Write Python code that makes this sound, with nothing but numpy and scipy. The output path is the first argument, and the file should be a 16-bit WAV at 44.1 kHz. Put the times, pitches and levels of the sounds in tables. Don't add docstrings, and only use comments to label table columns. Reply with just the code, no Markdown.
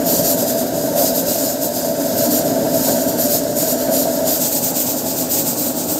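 import sys
import numpy as np
from scipy import signal
from scipy.fft import rfft, irfft
from scipy.io import wavfile
from scipy.ndimage import uniform_filter1d, map_coordinates

SR = 44100
rng = np.random.default_rng(int(sys.argv[2]) if len(sys.argv) > 2 else 0)


def wav_record(signal):
    frames = np.transpose(np.atleast_2d(signal))
    bounded = np.clip(frames, -1, 1)
    quanta = np.round(bounded * 32767).astype(np.int16)
    wavfile.write(sys.argv[1], SR, quanta)


N = 264153
FREQS = np.maximum(np.fft.rfftfreq(N, 1 / SR), 1)
USUAL_FIRE_DB = -23


def from_db(db):
    return 10 ** (np.asarray(db) / 20)


def unit_power(x):
    return x / np.sqrt(np.mean(x ** 2) + 1e-20)


def drift(rate_hz):
    return unit_power(irfft(rfft(rng.standard_normal(N)) / (1 + (FREQS / rate_hz) ** 2), N))


def steadied(x):
    size = SR // 6
    return x / np.sqrt(uniform_filter1d(uniform_filter1d(x ** 2, size), size) + 1e-20)


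def swell(start, length, attack_s, release_s):
    t = np.arange(N) / SR - start
    return np.clip(np.minimum(t / attack_s, 1 - (t - length) / release_s), 0, 1)


def colour(shape, rings):
    shape_hz, shape_db = np.transpose(shape)
    broad = from_db(np.interp(np.log(FREQS), np.log(shape_hz), shape_db))
    ends = 1 / (1 + (shape_hz[0] / FREQS / 2) ** 2) / (1 + (FREQS / shape_hz[-1] / 2) ** 2)
    power = (broad * ends) ** 2
    for hz, width, db in rings:
        power += (from_db(db) / (1 + 2 * ((FREQS - hz) / width) ** 2)) ** 2
    return np.sqrt(power)


def turbulence(shape_low, shape_high, rings, height):
    flow = rfft(rng.standard_normal(N))
    low = colour(shape_low, [(hz, width, db) for hz, width, db, _ in rings])
    high = colour(shape_high, [(hz, width, db) for hz, width, _, db in rings])
    return (1 - height) * unit_power(irfft(flow * low, N)) + height * unit_power(irfft(flow * high, N))


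def flame(height, fire_db, flare_db, flutter_db=1.08, shade_db=-6.5):
    # (frequency [Hz], relative level [dB])
    tube_roar = [(20, -62), (35, -36), (50, -34.5), (90, -19), (140, -15.5), (210, -16.5), (330, -15),
                 (490, -13.5), (620, -15.5), (900, -58)]
    gap_roar = [(380, -19.5), (500, -12.5), (620, -36), (740, -22), (830, -29), (960, -26.5), (1100, -34.5),
                (1500, -56)]
    # (frequency [Hz], width [Hz], level facing burner [dB], level beside pot [dB])
    tube_rings = [(59.7, 12.6, -22.5, -24), (124, 16.5, -15.5, -13), (170.4, 20, -7, -8),
                  (240.6, 10.4, -3.5, -3.5), (263, 30, 1, -1.5), (299, 29, -4.5, -3),
                  (353, 10, -15.5, -9.5), (392, 15, -10, -23), (450, 20, -10, -20)]
    gap_rings = [(550, 34, -4.5, -1), (588.4, 15.8, 3.5, 1), (653.5, 26.7, 2.5, 1), (698, 18, -4, -5.5),
                 (753, 23.4, -12, -4), (815, 25, -22.5, -3.5), (863, 14, -31, -1.5),
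                 (893, 17.6, -12, -14.5), (932, 22, -17, -12), (1003, 22, -23, -16), (1100, 38, -52, -15.5),
                 (1161, 8.9, -22.5, -22)]
    flutter = from_db(flutter_db * drift(rate_hz=30))
    boom = steadied(flutter * turbulence(tube_roar, tube_roar, tube_rings, height))
    howl = steadied(flutter * turbulence(gap_roar, gap_roar, gap_rings, height))
    howl_db = -21.5 + 0.63 * (fire_db - USUAL_FIRE_DB) + shade_db * height + flare_db
    return from_db(fire_db) * boom + from_db(howl_db) * howl


def gas_rush(height, fire_db, flare_db, flutter_db=1.08, shade_db=-2):
    # (frequency [Hz], relative level [dB])
    facing_burner = [(700, -38), (1000, -11), (1200, -12.5), (1330, -4.5), (1430, -5), (1550, -0.5),
                     (1700, -6), (1950, -10.5), (2400, -15.5), (4000, -14)]
    beside_pot = [(700, -20), (1000, -10), (1200, -4.5), (1400, -1), (1600, -4), (1850, -8), (2050, -13),
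                  (2600, -7), (4000, -28)]
    rush_db = -38 + 0.64 * (fire_db - USUAL_FIRE_DB) + shade_db * height + 0.3 * flare_db
    rush_db += flutter_db * drift(rate_hz=28)
    return from_db(rush_db) * turbulence(facing_burner, beside_pot, [], height)


def spray_level(steady_db=-28, waver_db=0.5):
    # (time [s], length [s], level [dB])
    spurts = [(0.039, 0.15, -18), (0.22, 0.09, -17), (0.352, 0.064, -21.5), (0.444, 0.063, -21),
              (0.552, 0.041, -23), (.72, 0.15, -28), (.945, 0.13, -17.5), (1.121, 0.065, -19),
              (1.244, .105, -19.5), (1.354, 0.15, -21.5), (1.595, 0.048, -20.5), (1.725, 0.061, -22.5),
              (1.81, .05, -26), (1.98, 0.17, -27), (2.149, 0.1, -19.5), (2.282, .1, -18.5),
              (2.42, 0.073, -26.5), (2.709, 0.1, -21.8), (2.804, 0.11, -19), (2.912, 0.11, -24.5),
              (3.047, .05, -23), (3.166, 0.093, -19), (3.274, 0.08, -17.5), (3.548, 0.082, -18),
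              (3.648, 0.062, -18), (3.765, 0.055, -24), (3.9, .11, -18.2), (4.03, 0.15, -27.5),
              (4.24, 0.11, -17.5), (4.384, 0.084, -17), (4.49, 0.081, -18), (4.605, 0.071, -16.5),
              (4.732, 0.078, -17), (4.834, 0.074, -19), (4.945, 0.039, -21.5), (5.039, 0.075, -21.5),
              (5.149, 0.066, -19), (5.282, 0.11, -15.5), (5.431, 0.074, -18), (5.552, 0.12, -19),
              (5.738, .072, -21.5), (5.861, 0.064, -19.5), (5.95, .05, -22)]
    power = from_db(steady_db + waver_db * drift(rate_hz=10)) ** 2
    for start, length, db in spurts:
        power += (from_db(db) * swell(start, length, attack_s=0.039, release_s=0.064)) ** 2
    return 10 * np.log10(power)


def air_jet(height, sputter_db=0.23, spray_db=0.14, patchy_db=0.82):
    # (frequency [Hz], relative level [dB])
    facing_burner = [(1200, -25), (2400, -24), (3400, -14.5), (4400, -10.5), (5500, -8.5), (6400, -5.5),
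                     (7700, -6), (8600, -6.5), (9700, -13.5), (10800, -10), (11500, -5), (12200, -5.5),
                     (13200, 1), (15200, -8.5)]
    beside_pot = [(1200, -37), (2080, -20), (2750, -14.5), (3300, -12.5), (4100, -9), (5300, -6),
                  (6500, -1), (7200, 2), (8150, 0.5), (9700, -8.5), (10900, -10), (12400, -5.5), (13400, 5),
                  (15300, -2)]
    # (frequency [Hz], width [Hz], level facing burner [dB], level beside pot [dB])
    nozzle_rings = [(4860, 440, -6.5, -18), (7020, 240, -1.5, -10)]
    # (frequency [Hz], rise [dB per dB of surge])
    surge_bands = [(2000, 1.61), (3000, 0.73), (4500, 0.8), (8000, 0.98), (13000, 1.15)]
    jet_db = spray_level()
    usual_db = np.mean(jet_db)
    hiss = turbulence(facing_burner, beside_pot, nozzle_rings, height)
    spectrum = rfft(nearby_echoes(hiss, height))
    sputter = unit_power(from_db(sputter_db * drift(rate_hz=90) + spray_db * drift(rate_hz=450)))
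    centres_hz, depths = np.transpose(surge_bands)
    surging = np.zeros(N)
    for depth, share in zip(depths, np.eye(len(depths))):
        band = irfft(spectrum * np.interp(FREQS, centres_hz, share), N)
        surging += band * from_db(depth * (jet_db - usual_db) + patchy_db * drift(rate_hz=16))
    return from_db(usual_db) * sputter * surging


def nearby_echoes(x, height, echo_db=-13, sway_s=0.00005):
    # (delay [s], change at full height [s])
    echoes = [(0.0013, -0.011), (0.0031, 0.0022), (0.0074, 0.0008), (0.0118, 0.004)]
    mixed = x.copy()
    for delay_s, change_s in echoes:
        lag = (delay_s + change_s * height + sway_s * drift(rate_hz=1)) * SR
        mixed += from_db(echo_db) * map_coordinates(x, [np.arange(N) - lag], order=3, mode="mirror")
    return unit_power(mixed)


def pot_wall(x, height, echo_db=-8, delay_s=0.00022):
    dulled = uniform_filter1d(x, size=3)
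    echo = map_coordinates(dulled, [np.arange(N) - delay_s * SR], order=1)
    closeness = np.exp((height - 1) / 0.14)
    return x + from_db(echo_db) * closeness * echo


def scene():
    # (time [s], height [0 = facing burner, 1 = beside pot])
    microphone_path = [(0, 0.051), (4.28, .05), (4.48, 0.68), (5.05, .62), (5.4, 0.844), (5.75, 0.94),
                       (5.99, .88)]
    # (time [s], level [dB])
    fire_strength = [(0, -20.5), (.6, -23), (1.1, -22.5), (1.75, -26), (2.3, -19.5), (3.2, -21.5),
                     (3.48, -23.5), (3.98, -21.5), (4.55, -25.5), (5.99, -24)]
    # (time [s], length [s], rise [dB])
    flares = [(.433, 0.027, 4.5), (.952, 0.084, 6), (1.838, 0.06, 3.5), (2.64, 0.029, 3),
              (2.862, 0.039, 6.5), (3.869, 0.047, 4.5), (4.05, 0.031, 5), (4.183, .11, 3)]
    t = np.arange(N) / SR
    height = np.interp(t, *np.transpose(microphone_path))
    fire_db = np.interp(t, *np.transpose(fire_strength))
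    flare_db = sum(db * swell(start, length, attack_s=0.0089, release_s=0.021)
                   for start, length, db in flares)
    roar = flame(height, fire_db, flare_db)
    rush_and_hiss = gas_rush(height, fire_db, flare_db) + air_jet(height)
    burner = roar + pot_wall(rush_and_hiss, height)
    return np.stack([burner, burner])


def record(dry, low_cut_hz=42, high_cut_hz=15580):
    low_cut = signal.butter(3, low_cut_hz, "high", fs=SR, output="sos")
    high_cut = signal.ellip(12, 0.1, 90, high_cut_hz, fs=SR, output="sos")
    return signal.sosfilt(high_cut, signal.sosfilt(low_cut, dry))


dry = scene()
out = record(dry)
wav_record(out)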